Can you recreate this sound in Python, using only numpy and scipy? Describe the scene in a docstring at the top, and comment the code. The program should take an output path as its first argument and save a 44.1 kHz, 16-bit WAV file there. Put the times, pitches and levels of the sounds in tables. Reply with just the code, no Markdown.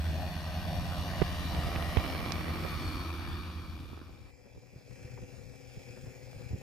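"""First you hear the rough buzz of a six-rotor farm drone hovering close by over rice fields. Its rotors throb
against each other, their blades chop the air, and the motors whine on top. The echo off the flooded field makes
the buzz swirl upward as the drone flies off. Then the scene changes: the near sound fades out while a thin,
higher drone from far away fades in. Wind rumbles, crackles and bumps on the microphone throughout."""
import sys
import numpy as np
from scipy import signal
from scipy.fft import rfft, irfft
from scipy.io import wavfile
from scipy.ndimage import uniform_filter1d

SR = 44100
rng = np.random.default_rng(int(sys.argv[2]) if len(sys.argv) > 2 else 0)


def log_audio(samples):
    """Write samples as a 16-bit WAV file to the path given in sys.argv[1]."""
    # one column per channel
    frames = np.atleast_2d(samples).T
    # limit to full scale, then quantise
    limited = np.clip(frames, -1, 1)
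    pcm = np.round(limited * 32767).astype(np.int16)
    wavfile.write(sys.argv[1], SR, pcm)


N = 291942
T = np.arange(N) / SR
HZ = np.fft.rfftfreq(N, 1 / SR)
FAR_FROM_S, NEAR_UNTIL_S = 3, 4.31  # the far sound fades in between these times

# Tone colours of the wind. Each row: frequency in Hz, gain in dB.
GUST_COLOUR = [(15, -8), (30, -12), (45, -4), (62, 2.5), (100, -8.5), (135, -6), (200, -16), (300, -15.5),
               (600, -52.5)]
BREEZE_COLOUR = [(15, -29), (40, -8), (80, -5), (115, -4), (160, -12.5), (240, -24.5), (400, -27.5),
                 (900, -56), (4000, -78)]
EDDY_COLOUR = [(20, -34), (80, 4), (130, -4.5), (250, -14.5), (420, -15.5), (800, -51), (3000, -80)]
NEAR_CRACKLE_COLOUR = [(100, -21), (300, 1.5), (600, 1.5), (1200, -4.5), (2600, -7), (4200, -21),
                       (7000, -50)]
FAR_CRACKLE_COLOUR = [(130, -41), (300, -8), (550, 4.5), (900, -5), (1500, -26), (3000, -34), (6000, -60)]
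# Strength of the crackle. Each row: time in seconds, level in dB.
NEAR_CRACKLE_DB = [(0, -60), (1.2, -60), (1.5, -50.5), (1.9, -45.5), (2.1, -40.5), (2.45, -43),
                   (2.8, -47.5), (3.3, -57), (3.95, -64), (4.3, -73)]
FAR_CRACKLE_DB = [(4.3, -64.5), (4.9, -65), (5.5, -63), (6.05, -61), (6.62, -59)]
# Gusts. Each row: time of the peak in seconds, length in seconds, level in dB.
WIND_GUSTS = [(0.142, .2, -42.5), (0.808, 0.33, -41), (1.189, 0.12, -38.5), (1.65, 0.86, -38.5),
              (2.314, 0.17, -39), (2.84, 0.45, -42), (3.331, .16, -40.5), (3.771, 0.32, -47.5)]
# Thumps of wind. Each row: start in seconds, level in dB, ring pitch in Hz.
WIND_THUMPS = [(2.867, -24, 80.1), (4.575, -37.5, 108.2), (4.76, -37, 126), (5.047, -34, 120),
               (5.137, -36, 113), (5.225, -31.5, 98), (5.246, -52, 112), (5.771, -38, 122),
               (5.901, -40.5, 97), (6.04, -34.5, 132), (6.076, -35, 109.1), (6.369, -39, 100),
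               (6.44, -41, 101.2), (6.532, -25, 116)]
# Sharp pops and knocks on the microphone, mostly on the right.
# Each row: start in seconds, level in dB, ring pitch in Hz, click gain in dB, top of the click in Hz,
# left minus right in dB, swings of the ring, scuff from 0 to 1.
SHARP_MIC_POPS = [(1.2173, -13, 386.5, -9, 1490, -23, 6.9, 0.06),
                  (1.2217, -14.5, 132, -6.5, 2900, -31, 3.5, 0.04),
                  (1.549, -27, 503, 1, 3504, -20, 4, 0.02), (1.688, -30, 424, -10, 2400, -22, 5, 0.04),
                  (1.7604, -24, 111.1, 0, 3145, -8, 4.2, 0.1),
                  (1.8254, -27, 590, 2.5, 3576, -22, 4.83, 0.01),
                  (1.9686, -19.5, 424.5, -17, 1514, -30, 6.4, 0.1),
                  (1.9709, -14, 84, -10.5, 3230, -30, 7, 0.22), (2.3212, -25, 2300, 8, 5800, -26, 5, 0.05),
                  (2.478, -40, 448, -5, 1450, -22, 4.8, 0.3), (2.648, -22, 481, -2.5, 1380, -26, 5.6, 0.04),
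                  (2.653, -28, 420, -4, 997, -26, 4, 0.07), (3.898, -39.5, 300, -5, 1302, -14, 4.6, 0.12),
                  (3.9308, -35, 222, -8, 1194, -22, 5.2, 0.2),
                  (3.9745, -38, 303.4, -3.5, 1390, -22, 5.1, 0.09),
                  (4.015, -33, 277, -6.5, 1200, -14, 5, 0.1),
                  (4.092, -47, 305, -3.5, 1009, -16.5, 5.2, 0.26),
                  (4.879, -44, 510, -12, 1500, -17, 9.3, 0.03), (5.177, -41, 946, -8, 2200, 2, 9.5, 0.18),
                  (6.33, -39, 600, -9, 1600, -20, 6.1, 0.1)]

# Speeds of the three rotor pairs, far and near. Each row: time in seconds, blade passes per second.
FAR_FAST_PAIR = [(4.1, 138), (4.7, 140), (5.2, 134.7), (5.5, 135.2), (5.9, 133.6), (6.25, 137.6),
                 (6.62, 133.4)]
FAR_MIDDLE_PAIR = [(4.099, 124.9), (4.851, 125.5), (5.202, 127), (5.501, 127.5), (6.203, 126.6),
                   (6.62, 125.1)]
FAR_SLOW_PAIR = [(4.098, 120.8), (5, 121.9), (5.7, 121.5), (6.62, 121.2)]
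NEAR_FAST_PAIR = [(0, 90), (.3, 90.37), (.8, 89), (1.2, 88.55), (1.6, 87.28), (2, 86.42), (2.6, 87.72),
                  (2.9, 87.54), (3.3, 88.35), (4.3, 88.9)]
NEAR_MIDDLE_PAIR = [(0, 80.56), (0.503, 80.3), (1, 79.22), (1.605, 77.5), (2.3, 78.66), (3, 79.43),
                    (3.399, 80.53), (4.297, 80.1)]
NEAR_SLOW_PAIR = [(0, 78.1), (0.496, 76.78), (1.001, 75.37), (1.6, 74.42), (2.401, 74.3), (3.303, 75.7),
                  (4.301, 75.8)]
# Tones of the rotors' hum and the motors' magnetic whine. Each row: multiple of the blade-pass rate,
# then relative level in dB for the fast, middle and slow pair.
FAR_HUM_TONES = [(1, -7.5, -8, -0.5), (2, -5, -25, -16), (3, -16.5, -15, -13), (4, -9.5, -9, -7),
                 (6, -18, -16.5, -21)]
NEAR_HUM_TONES = [(1, 1, 6.5, -2.5), (2, -4, -7, -10.5), (3, -26.5, -24, -11.5), (4, -26, -28, -19.5)]
MAGNETIC_TONES = [(28, -28, -30, -40), (32, -33, -40, -18)]
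# Tone colours of the drone's buzz and hiss. Each row: frequency in Hz, gain in dB.
FAR_BUZZ_COLOUR = [(130, -17), (220, -4), (275, -12.5), (296, -57), (371, -8.5), (439, -11), (499, -3),
                   (586, -19.5), (1500, -32), (1950, -28), (3300, -120)]
FAR_HISS_COLOUR = [(710, -52), (1200, -19), (1600, -11), (2090, -7), (2350, -1.5), (2650, -3),
                   (2850, -12.5), (3030, -15.5), (3350, -10.5), (3720, -17.5), (4050, -12.5), (4750, -12.5),
                   (5170, -8.5), (6260, -13.5), (6970, -9.5), (8170, -19), (9500, -23.5), (11500, -24),
                   (15300, -19)]
OVERHEAD_COLOUR = [(110, 0), (190, 0), (205, -22), (311, -22), (423, -24), (611, -3.5), (702, -3),
                   (884, -17.5), (1050, -15), (1360, -19), (1880, -17), (2160, -25.5), (2850, -24.5),
                   (4450, -21.5), (7500, -47.5), (9750, -85), (16500, -120)]
TURNING_COLOUR = [(110, -49), (190, 0), (301, 2.5), (410, -7.5), (681, -1.5), (871, -10.5), (1200, -2.5),
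                  (1590, -17), (1910, -7.5), (2090, -17), (2300, -9.5), (2640, -18), (2850, -20.5),
                  (4950, -18.5), (7500, -62.5), (9750, -34.5), (16500, -120)]
LEAVING_COLOUR = [(110, -54), (190, -7.5), (341, 7), (429, -18), (516, -6.5), (566, -19), (692, -12),
                  (1300, -4), (1490, -12), (1790, -5), (2090, -27), (2370, -8), (2640, -19.5), (4510, -14),
                  (7500, -53), (9750, -57), (16500, -120)]
NEAR_HISS_COLOUR = [(3820, -14), (6500, -11.5), (7240, -12.5), (12600, -8.5), (13700, -8), (14600, -16),
                    (15300, -37)]
# Whine of the motors and their controllers.
# Each row: pitch in Hz, relative level in dB, waver as a share of the pitch.
FAR_WHINE_NOTES = [(2340, -8, 0.00307), (2340, -21, 0.011), (2530, -13.5, 0.00773), (5260, -23, 0.012)]
NEAR_WHINE_NOTES = [(13150, -16, .0008), (13380, -16, .0013), (13665, -20, .0008), (14035, -15, .0008),
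                    (14145, -18, .0008)]
# Blurred motor tones. Each row: centre in Hz, relative level in dB, width in Hz.
FAR_WHINE_BANDS = [(5110, -11, 280), (6900, -27, 230)]
WHISTLE_BANDS = [(4410, -4.5, 74)]
# How the drone's sounds swell and sink. Each row: time in seconds, gain in dB.
FAR_DRONE_DB = [(4.34, -67.5), (4.75, -65.5), (5.05, -59), (5.5, -61), (5.95, -58), (6.25, -59.5),
                (6.62, -58.5)]
FAR_HUM_AND_BUZZ_DB = [(4.3, -0.5), (4.75, -2), (5, -1.5), (6.6, -1)]
FAR_WHINE_DB = [(4.3, 4), (4.75, 0.5), (5.1, 0.5), (5.5, -0.5), (5.9, 3), (6.15, -3.5), (6.45, 3.5),
                (6.62, -6)]
MOTOR_FACING_DB = [(0, -5), (.3, -5), (1.1, -5.5), (2.4, -1), (2.85, 0), (3.3, -5), (4.3, 2)]  # louder as the motors turn to the listener
WHISTLE_SWELL_DB = [(0, -71), (.15, -66), (.27, -59.5), (.5, -64), (.7, -64), (.95, -69), (1.2, -61),
                    (1.33, -69), (1.52, -58.5), (1.7, -69), (1.95, -68), (2.17, -59), (2.55, -65),
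                    (2.85, -56.5), (3.08, -61), (3.25, -66), (3.6, -71), (4.2, -83)]
# Strength of the near drone. Each row: time in seconds, hum gain in dB, buzz gain in dB.
NEAR_DRONE_DB = [(0, -31.5, -43), (.45, -36.5, -42.5), (.85, -34, -41), (1.2, -38.5, -40), (1.6, -37, -40),
                 (2.1, -38, -40.5), (2.45, -34, -43.5), (2.87, -38.5, -43), (3.39, -40.5, -48),
                 (3.9, -47, -57), (4.3, -69, -68.5)]
# Whistle of the loudest motor. Each row: time in seconds, pitch in Hz.
WHISTLE_HZ = [(0, 4405), (.27, 4448), (.7, 4410), (1.2, 4392), (1.55, 4366), (2.05, 4360), (2.3, 4392),
              (2.55, 4392), (2.85, 4362), (3.1, 4380), (3.35, 4432), (4.2, 4432)]
# Steady bright bands in the buzz. Each row: centre in Hz, width in Hz, boost in dB.
BUZZ_PEAKS = [(1538, 42, 6), (2265, 91, 3), (2870, 200, 6.5), (3440, 300, 4), (3990, 150, 3),
              (4780, 200, 0.5), (5800, 620, 7)]
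# The flight. Each row: time in seconds, stage (0 is overhead, 1 turning, 2 leaving).
FLIGHT_STAGE = [(.7, 0.19), (1.9, 0.64), (3.2, 1.734)]
# Echo off the flooded field. Each row: time in seconds, lag behind the direct sound in seconds.
ECHO_LAG = [(0, .00118), (1, .00109), (1.9, .001), (2.5, .0009), (3.1, .00085), (4.3, .00083)]

# How alike left and right are. Each row: frequency in Hz, likeness (0 is unrelated, capped at 0.99).
GUST_LIKENESS = [(30, 0.18), (70, 0.43), (200, 0.72)]
FAR_LIKENESS = [(60, 0.14), (150, 0.1), (380, 0.99), (940, 0.39), (2370, 0.49), (5940, 0.84), (8500, 0.77),
                (14900, 0.2)]
NEAR_LIKENESS = [(60, 0.84), (150, 1.04), (400, 1.1), (1000, 1), (2300, 0.33), (5000, 0.74), (9000, 0.4),
                 (15000, 0.6)]
# How far the left wave runs ahead of the right. Each row: frequency in Hz, lead in radians.
FAR_LEFT_LEAD = [(60, -3.5), (2500, 1), (7000, 1.2), (15000, 7)]
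NEAR_LEFT_LEAD = [(60, -0.16), (950, 0.5), (1720, 0.76), (2330, -0.2), (3620, 1.05), (4310, -1.3),
                  (5080, 1.1), (8000, -0.9), (13000, -2), (15000, -1)]
# Balance of the microphone's two openings. Each row: frequency in Hz, left minus right in dB.
FAR_BALANCE = [(60, 26), (150, 32), (380, 7), (550, 0.5), (940, 3.5), (2370, 0), (5940, 0.5), (8500, -1),
               (14900, 17)]
NEAR_BALANCE = [(60, -3.5), (150, -1.5), (380, -1), (940, 2.5), (2370, 2), (5940, 1), (14900, 3)]


def from_db(db):
    """Turns decibels into a factor to multiply by."""
    return 10 ** (np.asarray(db) / 20)


def unit(x):
    """Scales a signal to an average strength (rms) of one."""
    return x / np.sqrt(np.mean(x ** 2) + 1e-20)


def over_time(rows, column=1):
    """Joins one column of a table with straight lines in time."""
    rows = np.asarray(rows)
    return np.interp(T, rows[:, 0], rows[:, column])


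def over_frequency(rows):
    """Joins a table's points on a scale where all octaves are equally wide."""
    hz, value = np.transpose(rows)
    return np.interp(np.log(HZ + 1), np.log(hz + 1), value)


def colour(x, shape):
    """Turns each frequency up or down to follow a tone colour."""
    return irfft(rfft(x) * from_db(over_frequency(shape)), N)


def wander(per_s):
    """A smooth random wobble of strength one, moving up to about per_s times a second."""
    steps = len(np.arange(0, N + 64, 64))
    hz = np.fft.rfftfreq(steps, 64 / SR)
    slow = irfft(rfft(rng.standard_normal(steps)) / (1 + (hz / per_s) ** 4), steps)
    return unit(np.interp(np.arange(N), 64 * np.arange(steps), slow))


def stereo(two_signals, likeness, lead, balance):
    """Mixes two unrelated signals into a partly alike left and right, keeping their average's level."""
    first, second = rfft(two_signals)
    same = np.clip(over_frequency(likeness), 0, .99)
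    tilt = from_db(over_frequency(balance) / 2)
    shared = same * np.exp(-1j * over_frequency(lead)) / tilt
    own = np.sqrt(1 - same ** 2) / tilt
    mean_gain = np.sqrt(abs(tilt + shared) ** 2 + own ** 2) / 2
    return irfft(np.array([tilt * first, shared * first + own * second]) / mean_gain, N)


def gust_level(breeze_db, gusts):
    """The wind's level in dB: each gust swells and sinks on top of the breeze."""
    power = from_db(breeze_db) ** 2
    for peak_s, length_s, db in gusts:
        power = power + (from_db(db) * np.exp(-2 * ((T - peak_s) / length_s) ** 2)) ** 2
    return 10 * np.log10(power + 1e-20)


def wind(level_db, shape, lumpy_db):
    """Air swirling on the microphone makes a low, lumpy rumble."""
    swirls = colour(rng.standard_normal((2, N)), shape) * from_db(lumpy_db * wander(51))
    return unit(swirls) * from_db(level_db)


def crackle(shape, level, per_s, spread_db, left_db=-16.5):
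    """Small flicks of wind, most of them faint, hit mainly the microphone's right opening."""
    sizes = from_db(spread_db * np.minimum(rng.exponential(1, N), 3)) * rng.choice([-1, 1], N)
    flicks = colour(sizes * (rng.random(N) < per_s / SR), shape)
    return from_db([[left_db], [0]]) * unit(flicks) * from_db(over_time(level))


def bump(start_s, db, hz, click_db, top_hz, pan_db, swings, scuff, scuff_s=0.0037):
    """A blow on the microphone gives a dull click with a brief scuff, then a few swings of pressure."""
    t = np.arange(SR // 5) / SR
    ring = np.sin(2 * np.pi * hz * t) * np.exp(-np.log(1000) * t * hz / swings)
    blow = scuff * rng.standard_normal(len(t)) * np.exp(-t / scuff_s) - (t == 0)
    click = signal.sosfilt(signal.butter(6, top_hz, fs=SR, output="sos"), blow) * SR / 2 / top_hz
    sides = from_db([[pan_db / 2], [-pan_db / 2]])
    sound = sides / sides.mean() * from_db(db) * (ring + from_db(click_db) * click)
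    out = np.zeros((2, N))
    slot = out[:, round(start_s * SR):][:, :len(t)]
    slot += sound[:, :slot.shape[1]]
    return out


def pops_and_thumps():
    """Sharp pops and knocks on the microphone, mostly on the right, and dull thumps of wind."""
    pops = sum(bump(*row) for row in SHARP_MIC_POPS)
    thumps = sum(bump(*row, click_db=-24, top_hz=606, pan_db=2.5, swings=8.9, scuff=0.24)
                 for row in WIND_THUMPS)
    return pops + thumps


def shimmer(x, depth_db):
    """Moving air makes patches of the sound, about 0.1 s long and 300 Hz wide, swell and fade."""
    spectra = signal.stft(x, nperseg=1024, noverlap=768)[2]
    patches = rng.standard_normal(spectra.shape[:0:-1]).T
    for _ in range(2):
        patches = uniform_filter1d(uniform_filter1d(patches, size=6, axis=0), size=16, axis=1)
    gain = unit(from_db(depth_db * unit(patches)))
    return signal.istft(spectra * gain, nperseg=1024, noverlap=768)[1][:, :N]


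def motor_note(hz, waver, fading_db=3):
    """One pure motor tone that wavers in pitch and loudness."""
    cycles = np.cumsum(hz * (1 + waver * wander(12))) / SR
    return unit(np.cos(2 * np.pi * cycles) * from_db(fading_db * wander(9)))


def motor_blur(bands):
    """Motors at slightly different speeds merge into narrow bands of noise."""
    power = sum(from_db(db) ** 2 / width * np.exp(-2 * ((HZ - hz) / width) ** 2)
                for hz, db, width in bands)
    strength = np.sqrt(sum(from_db(db) ** 2 for _, db, _ in bands))
    return strength * unit(irfft(rfft(rng.standard_normal((2, N))) * np.sqrt(power), N))


def motor_whine(notes):
    """Thin motor tones, each swelling and fading on its own; gives two unrelated signals."""
    return np.array([sum(from_db(db) * motor_note(hz, waver) for hz, db, waver in notes)
                     for _ in range(2)])


def motor_whistle():
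    """The loudest motor whistles on one wavering note; a weaker note sits a little above it."""
    hz = over_time(WHISTLE_HZ)
    notes = motor_note(hz, waver=.0014, fading_db=1.8) + from_db(-8) * motor_note(1.02 * hz, waver=.003)
    return (from_db(-2) * notes + motor_blur(WHISTLE_BANDS)) * from_db(over_time(WHISTLE_SWELL_DB))


def blade_passes(speed, drift, flutter):
    """Counts passing blades over time; the flight controller keeps nudging the speed."""
    head_start = rng.random()
    per_s = over_time(speed) * (1 + drift * wander(2) + flutter * wander(20))
    return head_start + np.cumsum(per_s) / SR


def rotor_tones(pairs, tones, twin_db, drift, flutter):
    """The two rotors of a pair run slightly apart, so their tones throb; gives two unrelated signals."""
    out = np.zeros((2, N))
    for side in out:
        for pair, speed in enumerate(pairs):
            for size in (1, from_db(twin_db)):
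                passes = blade_passes(speed, drift, flutter)
                for multiple, *pair_db in tones:
                    wave = np.cos(2 * np.pi * (multiple * passes + rng.random()))
                    side += size * from_db(pair_db[pair]) * np.sqrt(2) * wave
    return out


def blade_slaps(speed, uneven, drift):
    """Every passing blade makes one sharp slap of pressure; gives the blade count and the slaps."""
    passes = blade_passes(speed, drift, flutter=.3 * drift)
    at = np.flatnonzero(np.diff(np.floor(passes)))
    # a slap falls between two samples and is shared by them
    late = (np.ceil(passes[at]) - passes[at]) / (passes[at + 1] - passes[at])
    size = 1 + uneven * rng.standard_normal(N)[at]
    slaps = np.zeros(N)
    slaps[at], slaps[at + 1] = size * (1 - late), size * late
    return passes, unit(slaps)


def smear(slaps, spread_s=.007):
    """The drone's arms and tank smear each slap: every frequency gets its own small delay."""
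    points_hz = np.arange(0, SR / 2, 170)
    delay_s = np.interp(HZ, points_hz, spread_s * rng.random(len(points_hz)))
    return irfft(rfft(slaps) * np.exp(-2j * np.pi * np.cumsum(delay_s) * HZ[1]), N)


def chopped_air(pairs, pair_db, slap_db, sharpness, uneven, drift):
    """Each passing blade gives a slap and a swish of swirling air; gives two unrelated signals."""
    out = np.zeros((2, N))
    for speed, db in zip(pairs, pair_db):
        passes, first = blade_slaps(speed, uneven, drift)
        _, twin = blade_slaps(speed, uneven, drift)
        swish = unit(np.exp(sharpness * np.cos(2 * np.pi * passes)) * rng.standard_normal((2, N)))
        slaps = unit(np.array([first + .5 * twin, twin - .5 * first]))
        out += from_db(db) * (swish + from_db(slap_db) * smear(slaps))
    return out


def far_drone():
    """Far away, the rotors make a thin chord over a soft buzz, a shimmering hiss and the motors' whine."""
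    pairs = (FAR_FAST_PAIR, FAR_MIDDLE_PAIR, FAR_SLOW_PAIR)
    hum = rotor_tones(pairs, FAR_HUM_TONES, twin_db=-10.5, drift=.003, flutter=.00816)
    air = chopped_air(pairs, pair_db=(-2, 0, -3), slap_db=-0.5, sharpness=.46, uneven=.81, drift=.003)
    buzz = unit(colour(air, FAR_BUZZ_COLOUR)) * from_db(4.5 * wander(28))
    hum *= from_db(0.5 + 1.13 * wander(3.8))
    rotors = (hum + buzz) * from_db(over_time(FAR_HUM_AND_BUZZ_DB))
    hiss = shimmer(unit(colour(air, FAR_HISS_COLOUR)), depth_db=2.1)
    whine = motor_whine(FAR_WHINE_NOTES) + motor_blur(FAR_WHINE_BANDS)
    whine *= from_db(over_time(FAR_WHINE_DB))
    return (rotors + from_db(-3) * (hiss + whine)) * from_db(over_time(FAR_DRONE_DB))


def field_echo(x, echo_db=-10.5):
    """The flooded field sends back a weaker copy; as its lag shrinks, the sound swirls upward."""
    earlier = T - over_time(ECHO_LAG)
    return x + from_db(echo_db) * np.array([np.interp(earlier, T, side) for side in x])


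def boost_buzz_peaks(air):
    """A few steady bright bands stand out in the buzz."""
    boost_db = sum(db * np.exp(-((HZ - hz) / width) ** 2) for hz, width, db in BUZZ_PEAKS)
    return irfft(rfft(air) * from_db(boost_db), N)


def turning_buzz(air):
    """The buzz blends from one tone colour to the next as the drone turns and leaves."""
    stage = over_time(FLIGHT_STAGE)
    return sum(np.maximum(1 - abs(stage - k), 0) * unit(colour(air, shape))
               for k, shape in enumerate((OVERHEAD_COLOUR, TURNING_COLOUR, LEAVING_COLOUR)))


def near_drone():
    """Close by, the rotors hum, the chopped air buzzes and hisses, and the motors whine and whistle."""
    pairs = (NEAR_FAST_PAIR, NEAR_MIDDLE_PAIR, NEAR_SLOW_PAIR)
    hum_db, buzz_db = over_time(NEAR_DRONE_DB, column=1), over_time(NEAR_DRONE_DB, column=2)
    facing_db = over_time(MOTOR_FACING_DB)
    hum = rotor_tones(pairs, NEAR_HUM_TONES, twin_db=-9, drift=.003, flutter=.006)
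    low = np.array([unit(side) for side in hum]) * from_db(hum_db)
    air = chopped_air(pairs, pair_db=(0, -3, -4), slap_db=0.5, sharpness=1.25, uneven=.22, drift=.008)
    air = boost_buzz_peaks(air)
    magnetic_whine = rotor_tones(pairs, MAGNETIC_TONES, twin_db=-2, drift=.0047, flutter=.00187)
    buzz = shimmer(field_echo(turning_buzz(air)), depth_db=1.34)
    magnetic_whine *= from_db(1.3 * wander(13) + facing_db)
    middle = (buzz + magnetic_whine) * from_db(buzz_db + 1)
    noisy_air = air + from_db(9) * rng.standard_normal((2, N))
    hiss = shimmer(unit(colour(noisy_air, NEAR_HISS_COLOUR)), depth_db=2)
    high = (hiss + motor_whine(NEAR_WHINE_NOTES)) * from_db(buzz_db - 15 + 0.6 * facing_db)
    return low + middle + high + motor_whistle()


def scene():
    """The near drone in gusty wind gives way to the far one in a light breeze."""
    lull_db = -45.5 - 6.5 * np.maximum(T - 2.16, 0)  # the wind between the gusts dies down
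    gusts = wind(gust_level(lull_db, WIND_GUSTS), GUST_COLOUR, lumpy_db=3)
    # a short burst of swirling air wraps each thump of wind
    bursts = [(start_s, 0.043, db - 11.5) for start_s, db, _ in WIND_THUMPS]
    eddies = wind(gust_level(-np.inf, bursts), EDDY_COLOUR, lumpy_db=6.5)
    breeze = wind(-59.5 + 4.5 * wander(1), BREEZE_COLOUR, lumpy_db=4)
    near = stereo(near_drone(), NEAR_LIKENESS, NEAR_LEFT_LEAD, NEAR_BALANCE)
    near += stereo(gusts, GUST_LIKENESS, NEAR_LEFT_LEAD, NEAR_BALANCE)
    near += crackle(NEAR_CRACKLE_COLOUR, NEAR_CRACKLE_DB, per_s=170, spread_db=4)
    far = stereo(far_drone() + breeze, FAR_LIKENESS, FAR_LEFT_LEAD, FAR_BALANCE) + eddies
    far += crackle(FAR_CRACKLE_COLOUR, FAR_CRACKLE_DB, per_s=130, spread_db=1.5)
    fade_out = np.clip((NEAR_UNTIL_S - T) / 0.021 + .5, 0, 1)
    fade_in = np.clip((T - FAR_FROM_S) / (NEAR_UNTIL_S - FAR_FROM_S), 0, 1)
    return fade_out * near + fade_in * far + pops_and_thumps()


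def record(dry):
    """The recorder loses the deepest bass and the highest treble."""
    thinned = signal.lfilter(*signal.butter(2, 32, "highpass", fs=SR), dry)
    treble_cut = signal.firwin(511, 15450, window=("kaiser", 9), fs=SR)
    return signal.oaconvolve(thinned, treble_cut[None], "same")


dry = scene()
out = record(dry)
log_audio(out)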